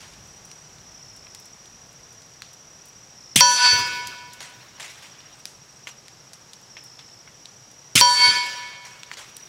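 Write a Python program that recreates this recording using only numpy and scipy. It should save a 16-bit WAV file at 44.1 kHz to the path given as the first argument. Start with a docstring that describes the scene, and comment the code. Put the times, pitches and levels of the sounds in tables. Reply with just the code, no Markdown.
"""In the woods, with crickets and katydids around the microphone, two bullets hit a steel plate. Each sheds a
supersonic crack, shaped noise thrown off the trunks until it strikes; the plate clangs as a bank of decaying
modes. A quarter of a second later the forest throws back crack and ring, and the thump of the far rifle
follows. The litter rustles at the start, and fragments and twigs patter into it as short bursts of noise; the
insects are trains of falling tones over a hush and a breeze of coloured noise."""
import sys
import numpy as np
from scipy import signal
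from scipy.fft import rfft, irfft, next_fast_len
from scipy.io import wavfile
from scipy.ndimage import uniform_filter1d, map_coordinates

SR = 44100
rng = np.random.default_rng(int(sys.argv[2]) if len(sys.argv) > 2 else 0)


def output_pcm(signal):
    """Save a mono or channel-first signal as 16-bit PCM at the path in sys.argv[1].

    Samples are clipped to [-1, 1] before scaling.
    """
    pcm = np.clip(np.atleast_2d(signal).T, -1, 1) * 32767
    wavfile.write(sys.argv[1], SR, np.round(pcm).astype(np.int16))


N = 418068
TIME = np.arange(N) / SR

# The spectra of the woods. Each row: frequency in Hz, relative density in dB per Hz.
# the hush among the trees, the low breeze and the far insect chorus
HUSH_SPECTRUM = [(20, -23), (50, -29), (90, -4.5), (130, 2.5), (240, -8), (800, -8), (2000, -12.5),
                 (4300, -15.5), (6500, -13), (7700, -19), (8800, -25), (12000, -27.5), (15800, -38)]
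BREEZE_SPECTRUM = [(18, 6), (45, 6), (85, 2), (160, -3), (400, -14), (1500, -66)]
CHORUS_SPECTRUM = [(3500, -45), (4800, -2.5), (5400, 7.5), (5750, 9), (6100, -2.5), (6600, -3), (7200, -42),
                   (7800, -32), (8300, -82), (10000, -64)]
# fragments in the leaf litter
LITTER_SPECTRUM = [(100, -28), (600, -4.5), (1400, -2), (2300, 1.5), (4000, -2), (7000, -4), (11000, -16),
                   (15500, -26)]
# the bullet's shock wave, the low push of its front, and its smack into the steel
CRACK_SPECTRUM = [(30, -35), (90, -3), (180, 3.5), (300, -26), (450, -16), (900, -16), (1500, -7.5),
                  (2500, 3.5), (5500, -0.5), (8000, 0), (11000, -8.5), (15500, -20)]
PUSH_SPECTRUM = [(30, -55), (60, -28), (100, -3), (180, -0.5), (260, -4), (400, -25), (900, -21)]
SMACK_SPECTRUM = [(60, -34), (300, -11.5), (600, -15.5), (1500, -4), (3000, -7), (5500, 3), (7500, -27),
                  (11000, -24), (15500, -27)]
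# what comes back from the forest, from the near leaves and from the big trunks, and the far rifle
FOREST_SPECTRUM = [(40, -47), (130, -28), (350, -22), (550, -5.5), (800, -4), (1200, 1), (2600, 2.5),
                   (4000, 5.5), (6000, 1), (8000, -7.5), (11000, -27), (15500, -63)]
LEAVES_SPECTRUM = [(1500, -38), (4000, -7), (7000, 4.5), (10000, 2.5), (15500, -28)]
TRUNKS_SPECTRUM = [(50, -32), (110, -10), (200, -3.5), (450, -3), (900, -18)]
RIFLE_SPECTRUM = [(25, -36), (50, -7), (85, 13.5), (140, 9), (280, 2.5), (500, 6), (900, -30),
                  (3000, -18.5)]

# Bouts of the quick cricket. Each row: start in seconds, end in seconds, level in dB.
QUICK_BOUTS = [(-.3, 4.1, -55), (7.1, 8.6, -54), (9.1, 9.8, -50)]
# Trills, bursts of falling chirps. Each row: start in seconds, end in seconds, level in dB.
TRILL_BURSTS = [(.8, 1.56, -52), (3.1, 3.6, -49), (6.62, 7.26, -51)]
# Katydid buzzes. 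Each row: start in seconds, end in seconds, level in dB.
KATYDID_BUZZES = [(0, .12, -62), (.28, .39, -65), (.46, .64, -64), (5.02, 5.12, -65), (5.33, 5.41, -63),
                  (5.69, 5.8, -63.5)]

# Single bits landing on leaves and twigs. Each row: time in seconds, relative level in dB, pitch in Hz,
# 60 dB decay of the leaf's rattle in seconds.
LEAF_TICKS = [(0.5148, -28, 5200, 0.014), (1.268, -33.5, 2190, .03), (1.348, -25.5, 5300, 0.021),
              (2.4202, -20, 4140, 0.0076), (4.071, -21, 6500, 0.036), (4.333, -31.5, 7000, 0.079),
              (5.4548, -15.5, 5700, 0.0047), (5.871, -20, 2630, 0.037), (6.082, -29, 4500, 0.01),
              (6.3331, -29, 5960, 0.045), (6.5334, -28.5, 5160, 0.04), (6.7678, -27.5, 2560, 0.081),
              (6.9909, -31.5, 3400, 0.11), (7.275, -33.5, 2020, 0.048), (7.4561, -24, 4350, 0.0097),
              (8.464, -29, 7440, 0.022), (9.033, -21.5, 4000, 0.0073), (9.115, -18, 1900, 0.014),
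              (9.3672, -23, 7750, .012)]
# Rustles and sprays of fragments in the litter; the first row, at the start, is a rustle before any shot. Each
# row: start in seconds, relative level in dB, 60 dB decay in seconds.
LITTER_SPRAYS = [(0.005, -47.5, 0.72), (4.405, -39, 0.39), (4.798, -37.5, 0.72), (5.025, -46, 0.39),
                 (5.871, -41.5, 0.055), (8.85, -44.5, 0.49), (9.114, -42, 0.1), (9.17, -40, 0.42)]

# The two shots. Each row: crack in seconds, strike in seconds, crack level in dB, forest echo level in dB,
# delay from strike to echo peak in seconds, rifle thump in seconds, thump level in dB,
# lift of the lingering ring in dB; the levels are relative.
SHOTS = [(3.3581, 3.4071, -10.5, -17.5, 0.25, 3.725, -27.5, 16),
         (7.9535, 8.011, -9.5, -19, 0.24, 8.272, -33, 13)]
# Modes of the steel plate. Each row: frequency in Hz, 60 dB decay in seconds before the choke,
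# then relative levels in dB: first strike, second strike, first echo, second echo, late tail.
PLATE_MODES = [(554.0, 0.49, -33.0, -34.0, -51.0, -51.0, -63), (696, 0.5, -47, -45, -48, -52, -68),
               (976.7, 1.5, -16.0, -15.0, -27.0, -28.5, -39.5),
               (1484.0, 1.21, -27.0, -32.0, -25.0, -30.0, -44),
               (1740.5, 1.44, -31.0, -34.5, -29.0, -31.0, -44),
               (2213.6, 1.5, -45.0, -38.0, -33.0, -23.0, -39),
               (2420.0, 0.86, -47.0, -42.0, -40.0, -36.0, -47),
               (2584.0, 0.46, -31.0, -42.0, -33.0, -46.0, -51),
               (2719.0, 1.5, -45.0, -56.0, -34.0, -46.0, -56),
               (2939.0, 0.44, -46.0, -39.0, -48.0, -46.0, -55),
               (3174.0, 0.47, -23.0, -20.0, -33.0, -28.0, -46),
               (3468.0, 0.42, -34.0, -38.0, -35.0, -38.0, -56),
               (3811.0, 1.5, -52.0, -41.0, -46.0, -39.0, -60),
               (4154.0, 1.0, -32.0, -40.0, -47.0, -46.0, -58),
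               (4521.0, 0.89, -16.0, -15.0, -17.0, -17.0, -42),
               (4599.0, 0.35, -25.0, -19.0, -35.0, -37.0, -52),
               (4979.0, 1.5, -35.5, -43.0, -27.5, -32.5, -46),
               (5603.0, 1.5, -34.0, -29.0, -48.0, -41.0, -61),
               (5652.0, 0.35, -14.0, -18.0, -35.0, -35.0, -49),
               (5808.0, 1.11, -27.0, -33.0, -37.0, -46.0, -56),
               (5876.0, 0.62, -30.0, -31.0, -43.0, -46.0, -61),
               (5978.0, 1.5, -21.0, -48.0, -31.0, -50.0, -62),
               (6573.0, 1.24, -39.0, -43.0, -46.0, -48.0, -67),
               (6767.0, 1.35, -33.0, -43.0, -43.0, -55.0, -64),
               (7273.0, 1.5, -45.0, -35.0, -55.0, -42.0, -65),
               (7483.0, 1.5, -39.0, -52.0, -45.0, -64.0, -70),
               (7795.0, 0.53, -49.0, -52.0, -45.0, -58.0, -73),
               (9060.0, 1.5, -44.0, -40.0, -48.0, -42.0, -74),
               (10290.0, 1.5, -49.0, -55.0, -47.0, -43.0, -69),
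               (11140.0, 1.5, -54.0, -54.0, -54.0, -63.0, -81)]

# steady levels of the woods (dB); the breeze drops off slowly to a calm
HUSH_DB, CHORUS_DB, SLOW_CRICKET_DB, BREEZE_DB, BREEZE_DB_PER_S, CALM_DB = -52.5, -56, -56, -56.5, 3.5, -68
# the crack: a short front, then trunk echoes that fade as the bullet flies on
FRONT_RISE_S, FRONT_S, TRUNKS_DB, TRUNKS_DB_PER_S = 0.0023, 0.0092, -2.5, 48
# the struck plate swings: its ring dips once, and later the mount chokes it
RING_DB, DIP_S, DIP_WIDTH_S, DIP_DB, CHOKE_S, CHOKE_DB_PER_S = 3.5, 0.18, 0.015, 9.5, 0.36, 58
# the plate's main note throbs, ever more slowly (stretch per beat and depth are shares, 0-1)
NOTE_HZ, BEAT_S, BEAT_STRETCH, BEAT_DEPTH = 976.7, 0.1358, 0.136, 0.83
# a mode whose echo beats its mean over both shots also lingers: share (0-1) of those dB kept in the tail
LINGER = 0.38
TOP_HZ = 15900  # upper band limit


def amp(db):
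    """Decibels to gain."""
    return 10 ** (np.asarray(db) / 20)


def unit(x):
    """Scale to rms 1."""
    return x / np.sqrt(np.mean(x ** 2) + 1e-20)


def wobble(rate, size=N):
    """A smooth random curve, rate knots a second."""
    knots = rng.standard_normal(int(size * rate / SR) + 4)
    return map_coordinates(knots, [np.arange(size) * rate / SR], order=2)


def colour(x, spectrum):
    """Shape x by (Hz, dB) points on a log axis; the result has rms 1."""
    m = next_fast_len(len(x))
    hz, db = np.transpose(spectrum)
    log_hz = np.log(np.fft.rfftfreq(m, 1 / SR) + 1)
    gain = amp(np.interp(log_hz, np.log(hz), db))
    return unit(irfft(rfft(x, m) * gain, m)[:len(x)])


def noise(spectrum, size=N, spiky_db=0, patchy_db=0):
    """Coloured noise; spiky_db makes it uneven in snaps, patchy_db adds the shifting comb of reflections."""
    # a new random size every 16 samples
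    spikes_db = spiky_db * np.clip(rng.standard_normal(size // 16 + 1), -2, 2)
    x = rng.standard_normal(size) * amp(spikes_db).repeat(16)[:size]
    if patchy_db:
        z = signal.stft(x, nperseg=256)[2]
        # random gains, smoothed across frequency and then across time
        field = uniform_filter1d(rng.standard_normal(z.shape), size=3, axis=0)
        field = uniform_filter1d(field, size=10, axis=1)
        x = signal.istft(z * amp(patchy_db * unit(field)), nperseg=256)[1][:size]
    return colour(x, spectrum)


def add(track, s, sound):
    """Mix a sound into a track at time s."""
    room = track[round(s * SR):][:len(sound)]
    room += sound[:len(room)]


def shaped(x, envelope):
    """x under an envelope, with the energy that the envelope sets."""
    y = x * envelope
    return y * np.sqrt(np.sum(envelope ** 2) / np.sum(np.abs(y) ** 2))


def fading(rate, size):
    """The sum of many echo paths: a complex gain that swells and drops out."""
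    return wobble(rate, size=size) + 1j * wobble(rate, size=size)


def swell(t, rise_db_per_s, fall_db_per_s, tail_db, tail_db_per_s):
    """Gain of an echo that peaks at t = 0: it builds up, dies away and leaves a slower tail."""
    early, late = np.maximum(-t, 0), np.maximum(t, 0)
    dying_db = np.maximum(-fall_db_per_s * late, tail_db - tail_db_per_s * late)
    return amp(dying_db - rise_db_per_s * early)


def air():
    """The hush of the woods, with a light breeze low down that dies to a calm."""
    hush = amp(HUSH_DB + 0.13 * wobble(3.3)) * noise(HUSH_SPECTRUM)
    breeze = amp(BREEZE_DB - BREEZE_DB_PER_S * TIME)
    stirred = amp(2.0) * breeze * noise(HUSH_SPECTRUM)
    gusts = amp(1.3 * wobble(12))
    low_wind = np.hypot(breeze, amp(CALM_DB)) * gusts * noise(BREEZE_SPECTRUM)
    return hush + stirred + low_wind


def chirps(hz, fall_hz, rate, duty, rough):
    """Wing strokes: each is a short tone that falls as the scraper slows, blurred by the foliage."""
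    # position in the stroke cycle (0-1); the tone fills the share duty of it
    stroke = np.cumsum(rate * (1 + .02 * wobble(5))) / SR % 1
    u = np.clip(stroke / duty, 0, 1)
    pitch = hz - fall_hz * (u - .5) + 25 * wobble(23)
    phase = 2 * np.pi * np.cumsum(pitch) / SR
    loudness = np.sin(np.pi * u) * amp(1.7 * wobble(6.6))
    return unit(loudness * np.sin(phase + rough * wobble(350)))


def bursts(rows, edge):
    """Level of a singer that swells in over edge seconds and stops again in half that time."""
    level = np.zeros(N)
    for start, end, db in rows:
        ramps = np.minimum((TIME - start) / edge, 2 * (end - TIME) / edge)
        level += amp(db) * np.clip(ramps, 0, 1)
    return level


def insects():
    """Near crickets and katydids, each a train of wing strokes, over a far chorus of coloured noise."""
    slow = amp(SLOW_CRICKET_DB) * chirps(hz=5704, fall_hz=260, rate=14, duty=0.36, rough=0.47)
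    quick = bursts(QUICK_BOUTS, edge=0.33) * chirps(hz=5820, fall_hz=200, rate=36.0, duty=0.84, rough=0.38)
    trill = bursts(TRILL_BURSTS, edge=0.15) * chirps(hz=5370, fall_hz=730, rate=55, duty=0.77, rough=0.26)
    buzz = bursts(KATYDID_BUZZES, edge=0.013) * chirps(hz=8200, fall_hz=61.3, rate=61, duty=0.26, rough=1.4)
    whine = amp(-70.0) * chirps(hz=7700, fall_hz=61, rate=18, duty=0.98, rough=1.0)
    chorus = amp(CHORUS_DB + 0.25 * wobble(1.36)) * noise(CHORUS_SPECTRUM)
    return slow + quick + trill + buzz + whine + chorus


def tick(db, hz, t60):
    """One bit hitting a dry leaf: a snap, the leaf's brief rattle and a faint answer from around."""
    t = TIME[:SR // 8]
    leaf = [(hz / 10, -21), (hz / 3, -10), (hz / 1.28, -3), (hz, 0), (hz * 1.82, -10), (hz * 4, -38)]
    snap, rattle, answer = amp(-60 * t / 0.0042), amp(-5.5 - 60 * t / t60), amp(-23.5 - 60 * t / 0.43)
    envelope = amp(db - 7.0) * (snap + rattle + answer)
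    burst = np.pad(rng.standard_normal(len(t)) * envelope, (16, 0))
    return colour(burst, leaf) * np.sqrt(np.mean(envelope ** 2))


def debris(count=36):
    """Falling bits tick on dry leaves; the litter rustles, and sprays of fragments crackle through it."""
    out, t = np.zeros(N), TIME[:SR // 2]
    for s, db, hz, t60 in LEAF_TICKS:
        add(out, s, tick(db, hz, t60))
    # faint ticks at random moments
    for when, size, pitch in rng.random((count, 3)):
        add(out, when * N / SR, tick(-46 + 9 * size, 3500 + 5500 * pitch, 0.061))
    for s, db, t60 in LITTER_SPRAYS:
        dying = np.maximum(t - .025, 0)
        spray = amp(db - 60 * dying / t60) * (1 + .5 * np.exp(-t / 0.0024))
        # the litter crackles in clumps, and each leaf has a pitch of its own
        clumps = amp(1.7 * wobble(220, size=len(t)))
        crackle = clumps * noise(LITTER_SPECTRUM, size=len(t), spiky_db=-0.2, patchy_db=2.5)
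        add(out, s, shaped(crackle, spray))
    return out


def cracks():
    """The shock wave bounces off trunk after trunk until the bullet smacks into the steel."""
    out, t = np.zeros(N), TIME[:SR // 2]
    for s, strike_s, db, *_ in SHOTS:
        # the crack is cut off from 3 ms before the strike
        stopped = np.maximum(t - (strike_s - s) + .003, 0)
        shock = noise(CRACK_SPECTRUM, size=len(t), spiky_db=2, patchy_db=3)
        trunks = amp(1.2 * wobble(350, size=len(t)))
        front = amp(2.5) * np.exp(-(t / FRONT_S) ** 4)
        path = np.maximum(front, amp(TRUNKS_DB - TRUNKS_DB_PER_S * t)) * (1 - np.exp(-t / FRONT_RISE_S))
        add(out, s, shaped(shock * trunks, path * amp(db - 60 * stopped / 0.028)))
        # the front itself pushes the air: a short low bump
        push = amp(-15.5 - 60 * t / 0.048) + amp(-28.0 - 60 * t / 0.33)
        push *= 1 - np.exp(-(t / 0.00098) ** 2)
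        add(out, s, shaped(noise(PUSH_SPECTRUM, size=len(t)), push))
        blow = amp(-3 - 60 * t / .016)
        splash = blow + amp(-28 - 60 * t / 0.6)
        add(out, strike_s, shaped(noise(SMACK_SPECTRUM, size=len(t)), splash))
    return out


def clangs():
    """Each strike rings the plate's modes; the ring returns from the trees, fading in and out over many paths."""
    out, t = np.zeros(N), TIME[:2 * SR]
    dip_db = DIP_DB * np.exp(-((t - DIP_S) / DIP_WIDTH_S) ** 2)
    swing_db = RING_DB - dip_db - CHOKE_DB_PER_S * np.maximum(t - CHOKE_S, 0)
    # beats counted so far, each longer than the last; the first half beat stays level
    beats = np.log1p(BEAT_STRETCH * t / BEAT_S) / BEAT_STRETCH
    throb = 1 - BEAT_DEPTH * (1 - np.abs(np.sin(np.pi * beats))) * np.clip(2 * beats - 1, 0, 1)
    edges = (1 - np.exp(-t / .0002)) * np.minimum(10 * (t[-1] - t), 1)
    for k, (_, strike_s, _, _, delay, _, _, linger_db) in enumerate(SHOTS):
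        returning = swell(t - delay, rise_db_per_s=129, fall_db_per_s=41.5, tail_db=-6.5, tail_db_per_s=10.5)
        for hz, t60, *levels, tail_db in PLATE_MODES:
            strike_db, return_db, mean_return_db = levels[k], levels[k + 2], np.mean(levels[2:])
            # one blow starts all the modes together
            turn = np.exp(2j * np.pi * hz * t)
            # short waves are scattered most by the leaves
            scatter = 1 + hz / 45000 * fading(130, size=len(t))
            direct = amp(strike_db + swing_db - 60 * t / t60)
            paths = .5 + fading(12, size=len(t)) + .5 * fading(42, size=len(t))
            # even out the strongest swells
            paths /= (.7 + np.abs(paths) ** 2) ** .3
            if hz == NOTE_HZ:
                direct, paths = direct * throb, throb
            # the first strong echo sinks into a long tail, in which low modes sing on longest
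            sunk = np.clip((t - delay - .06) / .22, 0, 1)
            loss = 30 * (hz / 1000) ** 0.31 * np.maximum(t - .55, 0)
            late_db = tail_db + LINGER * (return_db - mean_return_db) + linger_db
            echo_db = (1 - sunk) * (return_db + 5.5) + sunk * late_db - loss
            echo = shaped(paths, amp(echo_db) * returning)
            add(out, strike_s, np.imag((direct + 1j * echo) * scatter * turn) * edges)
    return out


def forest():
    """The crack rolls back from the trees, duller as it dies, with the far rifle's thump inside it."""
    out, t = np.zeros(N), TIME[:2 * SR]
    for _, strike_s, _, db, delay, thump_s, thump_db, _ in SHOTS:
        roll = noise(FOREST_SPECTRUM, size=len(t), spiky_db=2, patchy_db=3)
        roll *= amp(1.0 * wobble(45, size=len(t)))
        dull = signal.sosfilt(signal.butter(2, 3500, fs=SR, output="sos"), roll)
        # share of the full roll against the dull one
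        bright = np.exp(-np.maximum(t - delay, 0) / 1.0)
        answer = swell(t - delay, rise_db_per_s=62, fall_db_per_s=40.5, tail_db=-20, tail_db_per_s=4.5)
        add(out, strike_s, (bright * roll + (1 - bright) * dull) * amp(db - 6.5) * answer)
        # the near leaves return the treble first; big trunks return separate low thuds
        rustle = swell(t - .12, rise_db_per_s=88, fall_db_per_s=60, tail_db=-39.5, tail_db_per_s=32)
        add(out, strike_s, noise(LEAVES_SPECTRUM, size=len(t), patchy_db=1.0) * amp(-31.5) * rustle)
        knocks = amp(5 * wobble(28, size=len(t)))
        thuds = knocks * noise(TRUNKS_SPECTRUM, size=len(t))
        add(out, strike_s, shaped(thuds, amp(db - 23.5) * answer))
        # the far rifle: a quick boom and a long low tail, both lumpy
        boom = (amp(-60 * t / 0.13) + amp(-17 - 60 * t / 1.65)) * (1 - np.exp(-t / 0.0037))
        lumps = amp(4 * wobble(35, size=len(t)))
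        thump = colour(lumps * boom * rng.standard_normal(len(t)), RIFLE_SPECTRUM)
        thump *= amp(thump_db) * np.sqrt(np.mean(boom ** 2))
        add(out, thump_s, thump * np.minimum(t[-1] - t, 1))
    return out


def scene():
    """Everything at one microphone."""
    return (air() + insects() + debris() + cracks() + clangs() + forest())[None]


def record(dry):
    """Peaks are rounded off; the microphone sheds the deepest bass, and nothing passes above the band limit."""
    held = dry / (1 + np.abs(dry) ** 10) ** (1 / 10)
    held = signal.sosfilt(signal.butter(2, 48, "highpass", fs=SR, output="sos"), held)
    m = next_fast_len(N + SR // 2)
    # a smooth edge 400 Hz wide
    edge = np.clip((TOP_HZ - np.fft.rfftfreq(m, 1 / SR)) / 400 + .5, 0, 1)
    return irfft(rfft(held, m) * np.sin(np.pi / 2 * edge) ** 2, m)[..., :N]


dry = scene()
out = record(dry)
output_pcm(out)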